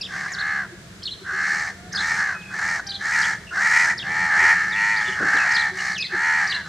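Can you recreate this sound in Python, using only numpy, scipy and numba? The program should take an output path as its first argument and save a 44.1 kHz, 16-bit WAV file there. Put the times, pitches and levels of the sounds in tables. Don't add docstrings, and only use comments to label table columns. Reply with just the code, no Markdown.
import sys
import numpy as np
from scipy import signal
from scipy.fft import rfft, irfft, next_fast_len
from scipy.io import wavfile
from scipy.ndimage import uniform_filter1d
from numba import njit

SR = 44100
rng = np.random.default_rng(int(sys.argv[2]) if len(sys.argv) > 2 else 0)


def unload_audio(sound):
    columns = np.transpose(np.atleast_2d(sound))
    steps = np.round(np.clip(columns, -1, 1) * 32767)
    wavfile.write(sys.argv[1], SR, steps.astype(np.int16))


def boost(x):
    u = np.asarray(x, float) / 20
    return 10 ** u


N = 294588

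# start_s, crest_s, end_s, crest_hz, crest_db
CAWS = [(0.052, 0.189, .41, 387, -28.5), (0.307, 0.521, .69, 404.3, -23.5), (1.219, 1.44, 1.6, 402.5, -23),
        (1.36, 1.567, 1.75, 418, -24), (1.895, 2.101, 2.28, 434.2, -22.5), (2.117, 2.219, 2.4, 401.3, -23),
        (2.477, 2.72, 2.84, 434.6, -22.5), (2.97, 3.218, 3.39, 450.7, -19.5),
        (3.491, 3.798, 3.97, 455.7, -15.5), (3.997, 4.243, 4.35, 432.8, -21),
        (4.248, 4.484, 4.58, 443.2, -13.5), (4.453, 4.573, 4.76, 425.8, -20),
        (4.659, 4.877, 5.06, 454.5, -19), (4.946, 5.037, 5.24, 424, -24), (5.13, 5.392, 5.51, 424.6, -17.5),
        (5.4, 5.523, 5.745, 443, -18.5), (5.706, 5.853, 6.0, 402.5, -24.5),
        (6.076, 6.304, 6.51, 449.8, -18.5), (6.33, 6.434, 6.65, 405, -23.5), (6.6, 6.69, 6.9, 399.5, -36)]
# voice_cycles_per_flutter, throat_hz, final_pitch_drop_0_to_1, windpipe_db, hiss_db
CAW_VOICES = [(5.3, 1757, .14, -19.5, -19), (5.5, 1695, 0.3, -20, -28), (5.4, 1624, 0.02, -23, -24),
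              (5.3, 1815, .13, -16.5, -17), (5.4, 1766, 0, -15.5, -17), (6.8, 1690, 0.4, -22, -23.5),
              (5.2, 1780, 0.4, -15, -18), (5.9, 1797, .06, -16.5, -17.5), (5.75, 1828, 0, -16, -19.5),
              (5.3, 1810, .06, -10.5, -23), (5.6, 1796, 0, -13, -23.5), (5.4, 1740, .07, -22, -24),
              (4.3, 1880, .12, -13, -23.5), (3.4, 1804, 0, -16, -20), (7.1, 1702, 0.4, -16, -23),
              (6.4, 1840, .12, -14, -23), (6.4, 1796, 0, -17.5, -16), (5.8, 1790, 0.2, -13, -24.5),
              (4.1, 1870, 0.4, -28, -21.5), (4.9, 1520, .01, -18, -18)]
CAW_ROUGHNESS = [.45, .16, .24, .34, .4, .28, .45, .36, .44, .18, .32, .28, .17, .32, .34, .18, .26, .18,
                 .3, .35]
# share_of_throat_hz, width_hz, level_db
THROAT = [
    (1.0, 300, 5.5),
    (1.24, 315, -7.5),
    (1.55, 583, -19.5),
]
# pitch_hz, level_db (per Hz)
BREATH_HISS = [(1650, -23), (2800, -23), (3550, -12.5), (3840, -5), (5890, -4), (8070, -10), (10000, -17.5),
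               (13500, -25), (15500, -56)]
# time_s, pitch_hz
SPARROW_SYLLABLES = [
    [(0, 3300), (.004, 5300), (.008, 6400), (.013, 5000), (.018, 4900)],
    [(.023, 3600), (.031, 4850), (.04, 4950), (.045, 4150), (.05, 4400), (.055, 3150), (.059, 3850),
     (.064, 3200)],
    [(.063, 3200), (.072, 4000), (.086, 4150), (.102, 3150)],
]
# time_s, pitch_hz, level_db
HOOK_CHIRP = [(0, 3700, -18), (.005, 5000, -3), (.009, 5400, 0), (.02, 3700, -3), (.03, 3150, -1),
              (.043, 3800, -3), (.053, 3100, -4), (.062, 2300, -15)]
# time_s, pitch_hz, level_db
SLIDE_CHIRP = [(.02, 4900, -14), (.045, 3400, -4), (.062, 2700, -5), (.078, 2550, 0), (.117, 2550, -2),
               (.125, 2300, -6), (.14, 1950, -5), (.148, 2100, -20)]
# start_s, stretch_factor, pitch_factor, pause_before_arch_s, level_db
SPARROW_PHRASES = [(1.028, .96, .86, .016, -24), (1.922, .98, 1.01, 0, -23), (2.865, 1.01, .94, .003, -24),
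                   (5.512, 1.07, 1.01, .003, -21), (5.977, .94, 1.02, 0, -22.5), (6.47, 1.01, .93, 0, -23)]
# start_s, stretch_factor, pitch_factor, level_db
HOOKS_SUNG = [(.007, 1.1, 1, -27), (3.973, 1, 1, -27), (3.213, .85, .92, -29)]
# start_s, stretch_factor, pitch_factor, level_db
SLIDES_SUNG = [(2.375, .9, 1, -43), (5.335, .85, 1, -27), (5.917, 1, 1, -26)]
# start_s, length_s, start_hz, end_hz, level_db
WHISTLES = [(.005, .028, 2650, 2600, -33), (.318, .042, 7500, 3200, -28), (1.021, .01, 3150, 3300, -36),
            (1.087, .014, 3250, 3450, -28), (2.94, .03, 3850, 3300, -30), (4.7, .02, 5200, 4100, -34),
            (4.72, .025, 3850, 3350, -27), (5.055, .05, 3550, 3350, -31), (5.785, .025, 2900, 2850, -31),
            (6.05, .03, 4950, 4100, -29), (6.51, .07, 2800, 2800, -34)]
# start_s, length_s, ends_hz, middle_hz, level_db
ARCHED_WHISTLES = [(.382, .042, 3150, 4400, -27), (3.465, .045, 2950, 2700, -38),
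                   (4.755, .018, 2400, 2750, -28), (4.775, .018, 2400, 2750, -27),
                   (4.797, .02, 2450, 2800, -29), (4.96, .03, 3000, 4900, -27),
                   (5.0, .035, 2800, 3500, -36), (5.045, .055, 3150, 2850, -35),
                   (5.115, .035, 3400, 2900, -33)]
# start_s, length_s, start_hz, end_hz, level_db, strongest_overtone (number)
FAR_CALLS = [
    (1.74, .2, 690, 740, -43, 1.3),
    (2.28, .34, 845, 835, -38, 2.6),
    (2.83, .19, 800, 790, -39, 1.7),
    (2.85, .22, 3150, 3110, -47, 1),
    (2.4, .2, 3400, 3380, -56, 1),
]
# start_s, level_db, pitch_hz, length_s
COOS = [(0.706, -38.5, 349, 0.055), (1.196, -40, 383, 0.054), (1.319, -34.5, 380, 0.055),
        (4.359, -45, 368, 0.059), (4.412, -30.5, 379, 0.056), (5.07, -30.5, 384, 0.046),
        (5.698, -35.5, 376, 0.09), (6.118, -28.5, 366, 0.042)]
# start_s, level_db
WING_BEATS = [(0.712, -65), (5.198, -27), (5.217, -26), (5.242, -32.5), (5.339, -30), (5.36, -41),
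              (6.138, -35)]
# pitch_hz, level_db (per Hz)
TOWN_HUM = [(15, -69), (25, -18.5), (86, -3), (145, -4.5), (193, 2.5), (237, -15), (357, -10), (622, -18.5),
            (663, -13), (1100, -44), (1430, -65), (2420, -120)]
# pitch_hz, level_db (per Hz)
TOWN_SIDE = [(15, -63), (25, -16), (75, -17), (132, -1.5), (215, -11.5), (825, -12), (2000, -10),
             (6900, -17.5), (15500, -34.5)]
# pitch_hz, level_db (per Hz)
LEAVES = [(530, -38), (900, -3), (1650, 3), (2720, -7.5), (3620, -4.5), (7400, -8), (7940, -9.5),
          (15500, -28)]
# time_s, level_db (above the hum)
RUMBLES = [
    (.12, 2),
    (5.24, 7),
]

ATTACK_S, RELEASE_S, SWELL_DB, SAG_DB = 0.073, 0.067, 13, 10.5
CLIMB_PER_S2 = 2.9
EDGE_DB = -7
EARLY_HISS_DB, LATE_HISS_DB, LATE_PIPE_DB = -5, -3, 3.5
FLUTTER_DEPTH = .085
GAP_DEPTH, GAP_SHARPNESS = 1.05, 3.5
OVERTONE_SPREAD = .9
BREATH = 1.6
WINDPIPE_WIDTH_HZ, THIRD_WIDTH_HZ = 200, 260
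THIRD_DB, THIRD_DB_PER_ROUGH = -17, 10
BEAK_HZ, BEAK_WIDTH_HZ = 4300, 220
BEAK_DB, BEAK_DB_PER_ROUGH = 4, -31.5
HISS_OVERTONE, HISS_WIDTH_HZ, HISS_OPEN_DB = 14.07, 7300, -4
TOWN_DB, TOWN_SIDE_DB, LEAVES_DB, RUMBLE_S = -44.5, -50.5, -50, 0.044
ECHO_T60_S, ECHO_DB, FAR_ECHO_DB = 0.67, -15, -11
ECHO_SIDE_DB, ECHO_SIDE_SLOPE_DB = -17, -2.5


def unit(x):
    return x / np.sqrt(np.mean(x ** 2))


def ring(x, hz, width):
    b, a = signal.iirpeak(hz, hz / width, fs=SR)
    return signal.lfilter(b, a, signal.lfilter(b, a, x))


@njit
def moving_ring(x, hz, width):
    y = x.copy()
    for _ in range(2):
        band, low = 0., 0.
        for i in range(len(x)):
            g, damping = np.tan(np.pi * hz[i] / SR), width / hz[i]
            v = (band + g * (y[i] - low)) / (1 + g * (g + damping))
            band = 2 * v - band
            low = low + 2 * g * v
            y[i] = damping * v
    return y


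def coloured(spectrum):
    hz, db = np.transpose(spectrum)
    size = next_fast_len(N)
    bins = np.arange(size // 2 + 1) * SR / size + 1
    gain = boost(np.interp(np.log(bins), np.log(hz), db))
    return unit(irfft(rfft(rng.standard_normal(size)) * gain, size)[:N])


def walk(rate):
    hold = int(SR / rate)
    steps = np.repeat(rng.standard_normal(N // hold + 1), hold)
    return unit(uniform_filter1d(uniform_filter1d(steps, hold), hold)[:N])


def add(out, x, s):
    i = int(s * SR)
    out[i:i + len(x)] += x[:N - i]


def caw(call, voice, rough, chance):
    start, crest, end, crest_hz, crest_db = call
    cycles, throat_hz, fall, pipe_db, hiss_db = voice
    first = int(start * SR)
    t = np.arange(first, min(int(end * SR), N)) / SR
    jitter, wander, shimmer, breath, hiss = chance[:, first:][:, :len(t)]

    before = np.clip((crest - t) / (crest - start), 0, 1) ** 2.2
    after = np.clip((t - crest) / (end - crest), 0, 1) ** 2.1
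    hz = crest_hz * (1 - CLIMB_PER_S2 * (crest - start) ** 2 * before - fall * after)
    edge_db = EDGE_DB * (before + after)
    beak_db = BEAK_DB + BEAK_DB_PER_ROUGH * rough
    third_db = THIRD_DB + THIRD_DB_PER_ROUGH * rough
    rough = rough * (1 + 0.83 * (before + after))
    least_rough = rough.min()

    flutter = 2 * np.pi * np.cumsum(hz / cycles * (1 + 0.1155 * rough * wander)) / SR
    swing = FLUTTER_DEPTH * np.sin(flutter) + 0.038 * np.sin(2 * flutter + 0.033)
    unsteady = 0.0756 * rough * jitter + 0.0303 * rough * wander
    phase = 2 * np.pi * np.cumsum(hz * (1 + swing + unsteady)) / SR

    gap = np.clip(GAP_DEPTH - rough, 0, 1) * np.exp(GAP_SHARPNESS * (np.cos(flutter + 2.39) - 1))
    strength = (1 - gap) * boost(3.47 * rough * shimmer)
    tones = unit(sum(np.cos(k * phase + OVERTONE_SPREAD * k ** 2) for k in range(2, 12)))
    source = strength * (tones + BREATH * rough * breath)

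    centre = throat_hz * (hz / crest_hz) ** 0.51 * (1 + 0.081 * rough * wander)
    throat = 0
    for k, (share, width, db) in enumerate(THROAT):
        level = boost(db + min(k, 1) * edge_db)
        throat = throat + (-1) ** k * level * moving_ring(source, share * centre, 1. * width)
    third = unit(moving_ring(source, 3 * hz, THIRD_WIDTH_HZ + 500 * least_rough))
    throat = unit(throat) - boost(third_db + edge_db) * third
    pipe = unit(moving_ring(source, (2 - 0.52 * least_rough) * hz, WINDPIPE_WIDTH_HZ + 700 * least_rough))

    puffs = (1 + .3 * np.cos(flutter - 1.5)) * (1 + .2 * np.cos(phase)) * boost(1.5 * rough * shimmer)
    air = moving_ring(hiss, HISS_OVERTONE * hz, 1. * HISS_WIDTH_HZ) + boost(HISS_OPEN_DB) * hiss
    beak = unit(ring(source * puffs, BEAK_HZ, BEAK_WIDTH_HZ))
    top = unit(puffs * air) + boost(beak_db - 1.5) * beak

    ramp = np.clip(np.minimum((t - start) / ATTACK_S, (end - t) / RELEASE_S), 0, 1)
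    fade = np.sin(np.pi / 2 * ramp) ** 2
    effort = fade * boost(crest_db - SWELL_DB * before - SAG_DB * after)
    pipe_level = boost(pipe_db + EDGE_DB * before + LATE_PIPE_DB * after)
    top_level = boost(hiss_db + 4.0 + EARLY_HISS_DB * before + LATE_HISS_DB * after)
    return effort * (throat + pipe_level * pipe + top_level * top)


def crow_unsteadiness():
    return np.array([walk(500), walk(60), walk(200), rng.standard_normal(N), coloured(BREATH_HISS)])


def crows():
    out = np.zeros(N)
    birds = [crow_unsteadiness() for _ in range(2)]
    for k, (call, voice, rough) in enumerate(zip(CAWS, CAW_VOICES, CAW_ROUGHNESS)):
        add(out, caw(call, voice, rough, birds[k % 2]), call[0])
    return out


def whistle(s, hz, db):
    t = np.arange(0, s[-1], 1 / SR)
    path = uniform_filter1d(np.interp(t, s, hz), size=50)
    tremble = 1 + 0.032 * np.sin(2 * np.pi * 140 * t)
    phase = 2 * np.pi * np.cumsum(path * tremble) / SR
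    return boost(np.interp(t, s, db)) * (np.sin(phase) + boost(-28) * np.sin(2 * phase))


def soft_whistle(s, hz, db):
    edges = np.zeros(len(s))
    edges[[0, -1]] = -12
    return whistle(s - s[0], hz, db + edges)


def sparrows(out):
    for at, stretch, factor, pause, db in SPARROW_PHRASES:
        keys, waits = (factor, factor, 1), (0, 0, pause)
        for syllable, own_db, key, wait in zip(SPARROW_SYLLABLES, (-6, -3, -3), keys, waits):
            s, hz = np.transpose(syllable)
            add(out, soft_whistle(s * stretch, hz * key, db + own_db), at + s[0] * stretch + wait)


def other_chirps(out):
    for phrase, sung in ((HOOK_CHIRP, HOOKS_SUNG), (SLIDE_CHIRP, SLIDES_SUNG)):
        s, hz, db = np.transpose(phrase)
        for at, stretch, factor, top_db in sung:
            add(out, whistle((s - s[0]) * stretch, hz * factor, db + top_db), at + s[0] * stretch)
    share = np.linspace(0, 1, 7)
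    for table, path in ((WHISTLES, share), (ARCHED_WHISTLES, np.sin(np.pi * share))):
        for at, length, hz0, hz1, db in table:
            add(out, soft_whistle(length * share, hz0 + (hz1 - hz0) * path, db - 4.0), at)


def small_birds():
    out = np.zeros(N)
    sparrows(out)
    other_chirps(out)
    out = out * boost(2.3 * walk(300))
    return out + boost(-12) * np.roll(out, int(.009 * SR)) + boost(-16) * np.roll(out, int(.021 * SR))


def wings():
    out = np.zeros(N)
    t = np.arange(0, .06, 1 / SR)
    puff = t / 0.0073 * np.exp(1 - t / 0.012)
    for (at, db), air in zip(WING_BEATS, rng.standard_normal((len(WING_BEATS), len(t)))):
        add(out, boost(db - 8.5) * unit(ring(air, 324, 330)) * puff, at)
    return out


def far_birds():
    out = np.zeros(N)
    for at, length, hz0, hz1, db, strongest in FAR_CALLS:
        phase = 2 * np.pi * np.cumsum(np.linspace(hz0, hz1, int(length * SR))) / SR
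        tones = sum(boost(-11 * abs(k - strongest)) * np.sin(k * phase) for k in (1, 2, 3))
        add(out, boost(db) * np.hanning(len(phase)) ** .5 * tones, at)
    for at, db, hz, length in COOS:
        t = np.arange(0, length, 1 / SR)
        add(out, boost(db) * np.hanning(len(t)) * np.sin(2 * np.pi * hz * t), at)
    return out * boost(2.5 * walk(60))


def town():
    t = np.arange(N) / SR
    rumble_db = sum(db * np.exp(-((t - s) / RUMBLE_S) ** 2) for s, db in RUMBLES)
    hum = coloured(TOWN_HUM) * boost(TOWN_DB + rumble_db + 1.0 * walk(4.86))
    leaves = coloured(LEAVES) * boost(LEAVES_DB + 0.5 * walk(4.92))
    return hum + leaves, coloured(TOWN_SIDE) * boost(TOWN_SIDE_DB)


def echoes(wet):
    t = np.arange(0, .8, 1 / SR)
    fade = boost(-60 * t / ECHO_T60_S) * np.clip(t / 0.006, 0, 1)
    tails = rng.standard_normal((2, len(t))) * fade
    return [signal.fftconvolve(wet, tail / np.linalg.norm(tail))[:N] for tail in tails]


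def scene():
    near = crows() + wings()
    far = small_birds() + far_birds()
    echo, echo_side = echoes(boost(ECHO_DB) * near + boost(FAR_ECHO_DB) * far)
    hum, hum_side = town()
    mid = near + far + echo + hum
    side = boost(ECHO_SIDE_DB) * echo_side + boost(ECHO_SIDE_SLOPE_DB) * np.gradient(echo_side) + hum_side
    return np.array([mid + side, mid - side])


def band_limit(x):
    return signal.sosfilt(signal.butter(12, 15620, fs=SR, output="sos"), x)


def record(dry):
    soft = np.tanh(1.5 * dry) / 1.5
    low_pass = signal.ellip(8, .2, 60, 15400, fs=SR, output="sos")
    mix = signal.sosfilt(low_pass, soft)
    return band_limit(mix)


dry = scene()
out = record(dry)
unload_audio(out)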